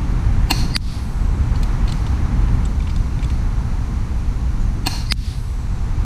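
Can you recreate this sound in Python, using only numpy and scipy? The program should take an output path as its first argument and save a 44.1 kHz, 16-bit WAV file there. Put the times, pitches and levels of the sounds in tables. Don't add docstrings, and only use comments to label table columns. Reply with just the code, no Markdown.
import sys
import numpy as np
from scipy import signal
from scipy.fft import rfft, irfft, next_fast_len
from scipy.io import wavfile
from scipy.ndimage import uniform_filter1d, minimum_filter1d

SR = 44100
rng = np.random.default_rng(int(sys.argv[2]) if len(sys.argv) > 2 else 0)


def dump_mix(stems):
    frames = np.atleast_2d(stems).T
    limited = np.clip(frames, -1, 1)
    pcm = np.round(limited * 32767).astype(np.int16)
    wavfile.write(sys.argv[1], SR, pcm)


N = 266797
TIME_S = np.arange(N) / SR


def from_db(db):
    return 10 ** (np.asarray(db) / 20)


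def rms_one(x):
    return x / np.sqrt(np.mean(x ** 2) + 1e-20)


def peak_one(x):
    return x / (np.abs(x).max() + 1e-20)


def in_time(rows):
    s, *columns = np.transpose(rows)
    return [np.interp(TIME_S, s, column) for column in columns]


def add(track, start_s, sound):
    i = int(round(start_s * SR))
    track[i:i + len(sound)] += sound[:N - i]


def low_pass(x, order, hz):
    return signal.sosfilt(signal.butter(order, hz, fs=SR, output="sos"), x)


def low_part(x, hz):
    return signal.sosfiltfilt(signal.butter(2, hz, fs=SR, output="sos"), x)


def colour(x, points, share=1):
    edge = SR // 20
    padded = np.pad(x, edge, mode="reflect")
    size = next_fast_len(len(padded))
    hz, db = np.transpose(points)
    bins_hz = np.maximum(np.fft.rfftfreq(size, 1 / SR), 1)
    gain_db = share * np.interp(np.log(bins_hz), np.log(hz), db)
    filtered = irfft(rfft(padded, size) * from_db(gain_db), size)
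    return filtered[edge:edge + len(x)]


def noise(points):
    (low_hz, low_db), (high_hz, high_db) = points[0], points[-1]
    closed = [(low_hz / 4, low_db - 80), *points, (high_hz * 4, high_db - 80)]
    return rms_one(colour(rng.standard_normal(N), closed))


def grainy_noise(size, grain_db):
    return rng.standard_normal(size) * from_db(grain_db * rng.standard_normal(size))


def even_spectrum(x, share):
    bins = rfft(x)
    return irfft(bins / (np.abs(bins) + 1e-9) ** share, len(x))


def resonate(x, modes, sign=1):
    out = 0
    for k, (hz, width_hz, db) in enumerate(sorted(modes)):
        r = np.exp(-np.pi * width_hz / SR)
        poles = [1, -2 * r * np.cos(2 * np.pi * hz / SR), r * r]
        gain = sign ** k * from_db(db) * (1 - r * r) / 2
        out = out + gain * signal.lfilter([1, 0, -1], poles, x + 1e-18)
    return out


def whistle(pitch_hz, width_hz):
    size = len(pitch_hz)
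    a, b = low_pass(rng.standard_normal((2, 2 * size)), 2, width_hz / 2)[:, size:]
    phase = 2 * np.pi * np.cumsum(pitch_hz) / SR
    return rms_one(a * np.cos(phase) + b * np.sin(phase))


def glides(rows):
    out = np.zeros(N)
    for start_s, length_s, start_hz, end_hz, width_hz, db in rows:
        u = np.linspace(0, 1, int(length_s * SR))
        band = whistle(start_hz + (end_hz - start_hz) * u, width_hz)
        add(out, start_s, from_db(db) * np.sin(np.pi * np.sqrt(u)) * band)
    return out


def trees(rise_s, hold_s, spectrum, treble_loss_db_per_s, t60_s=0.57):
    t = np.arange(SR) / SR
    scatter = rms_one(colour(rng.standard_normal(SR), spectrum))
    low = low_part(scatter, 6500)
    treble = (scatter - low) * from_db(-treble_loss_db_per_s * t)
    fall = from_db(-60 * np.maximum(t - hold_s, 0) / t60_s)
    return (low + treble) * np.minimum(t / rise_s, 1) ** 2 * fall


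def clumps(depth_db, sway_hz=45):
    sway = low_pass(rng.standard_normal(2 * SR), 2, sway_hz)[SR:]
    return rms_one(from_db(depth_db * rms_one(sway)))


# (pitch_hz, level_db)
SHOOTER_SCATTER = [(150, -12), (500, -1), (900, 1), (1400, 1.5), (2700, 0.5), (3400, -3.5), (4300, 7.5),
                   (5200, 2), (6100, 6.5), (6900, -5.5), (9400, -2.5), (11000, -13), (12500, -5),
                   (15000, -19)]


def shooter_trees(treble_loss_db_per_s):
    return trees(0.001, 0.091, SHOOTER_SCATTER, treble_loss_db_per_s)


# (start_s, report_db as rms over 10 ms, tree_echo_db before the hiss and ring gains)
SHOTS = [(0.5110, -11.5, -28.5), (4.8700, -15, -29)]
# (after_main_blow_s, drive_db)
ACTION = [(-0.0058, -17), (-0.0014, -15.5), (0.0, -6.5), (0.0031, -15.5)]
# (pitch_hz, width_hz, level_db)
PISTOL_MODES = [(287, 42, 9), (763, 55, 3), (930, 126, 1), (1680, 160, -4.5), (2055, 31, -5),
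                (2510, 96, -0.5), (2780, 60, 3), (3240, 100, -25), (3590, 210, -4), (4160, 81, 3.5),
                (4320, 71, 2.5), (4810, 52, -12), (5400, 75, -13), (6380, 110, -11), (7150, 280, -12.5),
                (8170, 140, -5.5), (8800, 160, -35), (10000, 290, -48), (12230, 820, -16.5),
                (14900, 2900, -16.5)]
# (pitch_hz, width_hz, re_report_db)
SWELL_BANDS = [(4400, 300, -13), (7800, 500, -24), (2743, 610, -15.5), (890, 180, -15.5)]


def pistol(gas_db=-22, rise_s=0.0047, fall_s=0.0037, knock_s=0.00044, swell_s=0.012,
           echo_hiss_db=-5, echo_ring_db=1.0):
    out, lead = np.zeros(N), SR // 25
    t = np.arange(-lead, 2 * lead) / SR
    for start_s, report_db, echo_db in SHOTS:
        puff = from_db(gas_db) * np.exp(-np.abs(t) / np.where(t < 0, rise_s, fall_s))
        knocks = sum(from_db(knock_db) * (t >= at_s) * np.exp(-np.abs(t - at_s) / knock_s)
                     for at_s, knock_db in ACTION)
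        drive = (puff + knocks) * rng.standard_normal(len(t))
        report = resonate(even_spectrum(drive, share=.7), PISTOL_MODES)
        report /= np.sqrt(np.sum(report ** 2) / (SR / 100))
        swell = sum(from_db(band_db) * whistle(np.full(len(t), hz), width_hz)
                    for hz, width_hz, band_db in SWELL_BANDS)
        swell = swell * np.exp(-(t / swell_s) ** 2)
        add(out, start_s + t[0], from_db(report_db) * (report + swell))
        hiss = shooter_trees(treble_loss_db_per_s=16)
        ring = resonate(shooter_trees(treble_loss_db_per_s=20), PISTOL_MODES) * clumps(depth_db=2.5)
        echo = from_db(echo_hiss_db) * hiss + from_db(echo_ring_db) * ring
        add(out, start_s, from_db(echo_db) * echo)
    return out


# (pitch_hz, level_db)
TARGET_SCATTER = [(300, -44), (1500, -1), (3000, 1), (4600, 7.5), (6000, -0.5), (7300, -5), (10000, -6.5),
                  (12000, -9), (15000, -17)]


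def target_trees():
    return trees(0.053, 0.14, TARGET_SCATTER, treble_loss_db_per_s=21)


# (start_s, smack_peak_db, whirr_db, whirr_hz, tree_echo_db)
HITS = [(0.7646, 17.5, -17.5, 4790, -36), (5.1225, 18, -18, 4920, -35.5)]
# (pitch_hz, width_hz, level_db)
PAPER_MODES = [(187, 67, -3.5), (1310, 920, -2), (2500, 770, 2), (4020, 780, 3), (4600, 340, 1.5),
               (8600, 1100, -23), (13100, 3300, -27)]


def paper_hits(crackle_db=-32, crackle_s=0.0069, crackle_band_hz=(4000, 9000), grain_db=4):
    out, t = np.zeros(N), np.arange(SR // 10) / SR
    band = signal.butter(1, crackle_band_hz, "band", fs=SR, output="sos")
    for start_s, smack_db, _, _, echo_db in HITS:
        grains = rms_one(signal.sosfilt(band, grainy_noise(len(t), grain_db)))
        crackle = from_db(crackle_db) * grains * np.exp(-t / crackle_s)
        smack = peak_one(resonate(signal.unit_impulse(len(t)), PAPER_MODES, sign=-1))
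        add(out, start_s, from_db(smack_db) * (smack + crackle))
        add(out, start_s, from_db(echo_db) * target_trees())
    return out


# (multiple_of_whirr_hz, width_hz, level_db)
WHIRR_PARTS = [(0.415, 40, -7.5), (0.552, 594, -20), (0.916, 111, -5.5), (1.001, 90, 0.5),
               (1.691, 200, -20.5), (2.0, 397, -15), (2.241, 900, -32)]


def pellet_flight(near_s=0.013, steepness=3.2, spin_hz=95, throb=0.74, throb_lead_s=0.00054):
    out, to_go_s = np.zeros(N), np.arange(SR // 16, 0, -1) / SR
    turns = 1 + throb * np.cos(2 * np.pi * spin_hz * (to_go_s - throb_lead_s))
    approach = turns / (1 + (to_go_s / near_s) ** steepness)
    for hit_s, _, whirr_db, whirr_hz, _ in HITS:
        for multiple, width_hz, part_db in WHIRR_PARTS:
            band = whistle(np.full(len(to_go_s), multiple * whirr_hz), width_hz)
            tone = np.cos(np.angle(signal.hilbert(band)))
            add(out, hit_s - to_go_s[0], from_db(whirr_db + part_db) * approach * tone)
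    return out


# (delay_s, length_s, start_hz, end_hz, width_hz, level_db)
AFTER_HISS = [(0.028, 1.0, 8450, 7100, 350, -59), (0.09, 0.44, 9750, 10200, 900, -56.5),
              (0.12, 0.5, 11600, 12100, 900, -60.5)]


def lingering_hiss():
    return sum(glides([(hit_s + delay_s, *band) for delay_s, *band in AFTER_HISS])
               for hit_s, *_ in HITS)


# (start_s, peak_db, length_s, ring_hz, brightness_hz)
CLICKS = [(1.556, -26.5, 0.0054, 4400, 5500), (1.63, -22, 0.0046, 4160, 12000),
          (1.876, -23.5, 0.0069, 4300, 6000), (1.89, -26, 0.0095, 4040, 6000),
          (1.921, -21, 0.0042, 4130, 7500), (2.065, -23, 0.005, 950, 4500),
          (2.483, -34, 0.0037, 2170, 4500), (2.651, -28, 0.007, 7600, 8000),
          (2.802, -30, 0.0044, 2460, 4500), (2.822, -34, 0.0044, 3600, 4000),
          (2.87, -29, 0.0055, 2480, 4000), (2.895, -29.5, 0.0081, 4800, 4500),
          (2.9602, -26, 0.0043, 3600, 8000), (3.191, -32, 0.0027, 3670, 5000),
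          (3.225, -27.5, 0.0076, 2400, 7000), (3.244, -26, 0.003, 3480, 11000),
          (3.3, -25.5, 0.0045, 2380, 5500)]
# (pitch_hz, width_hz, level_db before a random offset per click)
PART_MODES = [(1100, 490, -3.5), (2410, 520, -2), (2910, 380, -2.5), (3590, 330, -1.5), (4230, 230, -3.5),
              (4830, 230, -8), (5500, 340, -20), (6660, 560, -11), (7570, 830, -3), (12600, 2600, -10)]


def handling(vary_db=3, grain_db=4, ring_db=5, ring_width_hz=200, echo_db=-28):
    out, t = np.zeros(N), np.arange(SR // 10) / SR
    for start_s, peak_db, length_s, ring_hz, bright_hz in CLICKS:
        u = 2 * t / length_s
        scrape = low_pass(grainy_noise(len(t), grain_db) * u * np.exp(-u), 2, bright_hz)
        modes = [(hz, width_hz, mode_db + vary_db * rng.standard_normal())
                 for hz, width_hz, mode_db in PART_MODES]
        modes.append((ring_hz, ring_width_hz, ring_db))
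        add(out, start_s, from_db(peak_db) * peak_one(resonate(scrape, modes)))
        add(out, start_s, from_db(peak_db + echo_db) * shooter_trees(treble_loss_db_per_s=20))
    return out


def eddies(spectrum, evenness):
    x = noise(spectrum)
    level = np.sqrt(uniform_filter1d(x ** 2, size=SR // 8) + 1e-9)
    return rms_one(x / level ** evenness)


# (time_s, rumble_db, flutter_db before flutter_trim_db)
LOW_NOISE_LEVELS = [(0.0, -19.5, -23.5), (0.39, -13, -23.5), (0.5, -21.5, -24.9), (0.62, -15, -19.5),
                    (0.77, -22.5, -27), (1.1, -20.5, -28), (1.38, -15.5, -24), (2.0, -17, -23.5),
                    (2.58, -15, -21), (2.7, -17, -24.8), (3.45, -17.5, -26), (3.85, -20.5, -26.5),
                    (4.08, -18, -27), (4.8, -19, -26.5), (4.87, -22, -27.2), (4.96, -19, -28.5),
                    (5.55, -22, -32), (6.05, -18, -25.5)]
# (pitch_hz, relative_db_per_hz)
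RUMBLE_SPECTRUM = [(15, -4), (25, -3.5), (31, -5), (41, -0.5), (50, -6.5), (62, -3), (80, -9.5), (100, -11),
                   (125, -19.5)]
# (pitch_hz, relative_db_per_hz)
FLUTTER_SPECTRUM = [(70, -18.5), (115, 1.5), (160, -4.5), (240, -9), (300, -15), (380, -27), (550, -33.5),
                    (900, -53)]


def wind(flutter_trim_db=-2.0):
    rumble_db, flutter_db = in_time(LOW_NOISE_LEVELS)
    rumble = from_db(rumble_db) * eddies(RUMBLE_SPECTRUM, evenness=0.27)
    flutter = from_db(flutter_db + flutter_trim_db) * eddies(FLUTTER_SPECTRUM, evenness=0.28)
    return rumble + flutter


# (time_s, level_db before wash_trim_db)
WASH_LEVELS = [(0.0, -37.5), (0.45, -37), (1.05, -40.5), (1.6, -37.0), (2.55, -37), (2.75, -40.5),
               (3.35, -39.5), (4.75, -41.5), (5.4, -45), (6.05, -39.4)]
# (pitch_hz, relative_db_per_hz)
WASH_SPECTRUM = [(250, 4), (450, 1.5), (590, -4.5), (800, 2), (1050, 1), (1700, -6), (2300, -9),
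                 (3200, -17.5), (5000, -30.5)]
# (pitch_hz, relative_db_per_hz)
LEAVES_SPECTRUM = [(2000, -1.5), (3300, -2), (4150, 3.5), (5100, -1.5), (6000, 2.5), (7500, -4.5),
                   (9400, -7), (10400, -7.5), (11400, -11.5), (13000, -12), (15000, -20)]


def park(wash_trim_db=1, leaves_mean_db=-49.5, leaves_follow=0.22):
    wash_db, = in_time(WASH_LEVELS)
    leaves_db = leaves_mean_db + leaves_follow * (wash_db - wash_db.mean())
    wash = from_db(wash_db + wash_trim_db) * noise(WASH_SPECTRUM)
    return wash + from_db(leaves_db) * noise(LEAVES_SPECTRUM)


# (start_s, length_s, start_hz, end_hz, width_hz, level_db)
CHIRPS = [(4.595, 0.11, 6950, 5950, 150, -54)]


def far_bird():
    return glides(CHIRPS)


def scene():
    shooting = pistol() + paper_hits() + pellet_flight() + lingering_hiss() + handling()
    mono = shooting + wind() + park() + far_bird()
    return np.array([mono, mono])


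def limiter(x, ceiling_db=1.2, release_db_per_s=90, bass_share=0.072, bass_hz=230):
    over_db = np.maximum(20 * np.log10(np.abs(x).max(axis=0) + 1e-9) - ceiling_db, 0)
    release_db = release_db_per_s * TIME_S
    cut_db = np.maximum.accumulate(over_db + release_db) - release_db
    cut_db = uniform_filter1d(-minimum_filter1d(-cut_db, size=21), size=21)
    bass = low_part(x, bass_hz)
    return (x - bass) * from_db(-cut_db) + bass * from_db(-bass_share * cut_db)


# (pitch_hz, left_port_db)
PORT_TILT = [(9500, 0), (10600, 1), (11800, -7), (15000, -6)]


def record(dry):
    left, right = dry
    ports = np.array([colour(left, PORT_TILT), colour(right, PORT_TILT, share=-0.1)])
    limited = limiter(ports)
    rounded = limited / (1 + (limited / .92) ** 6) ** (1 / 6)
    steep = signal.ellip(8, .05, 60, 15100, fs=SR, output="sos")
    return signal.sosfiltfilt(steep, rounded)


dry = scene()
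out = record(dry)
dump_mix(out)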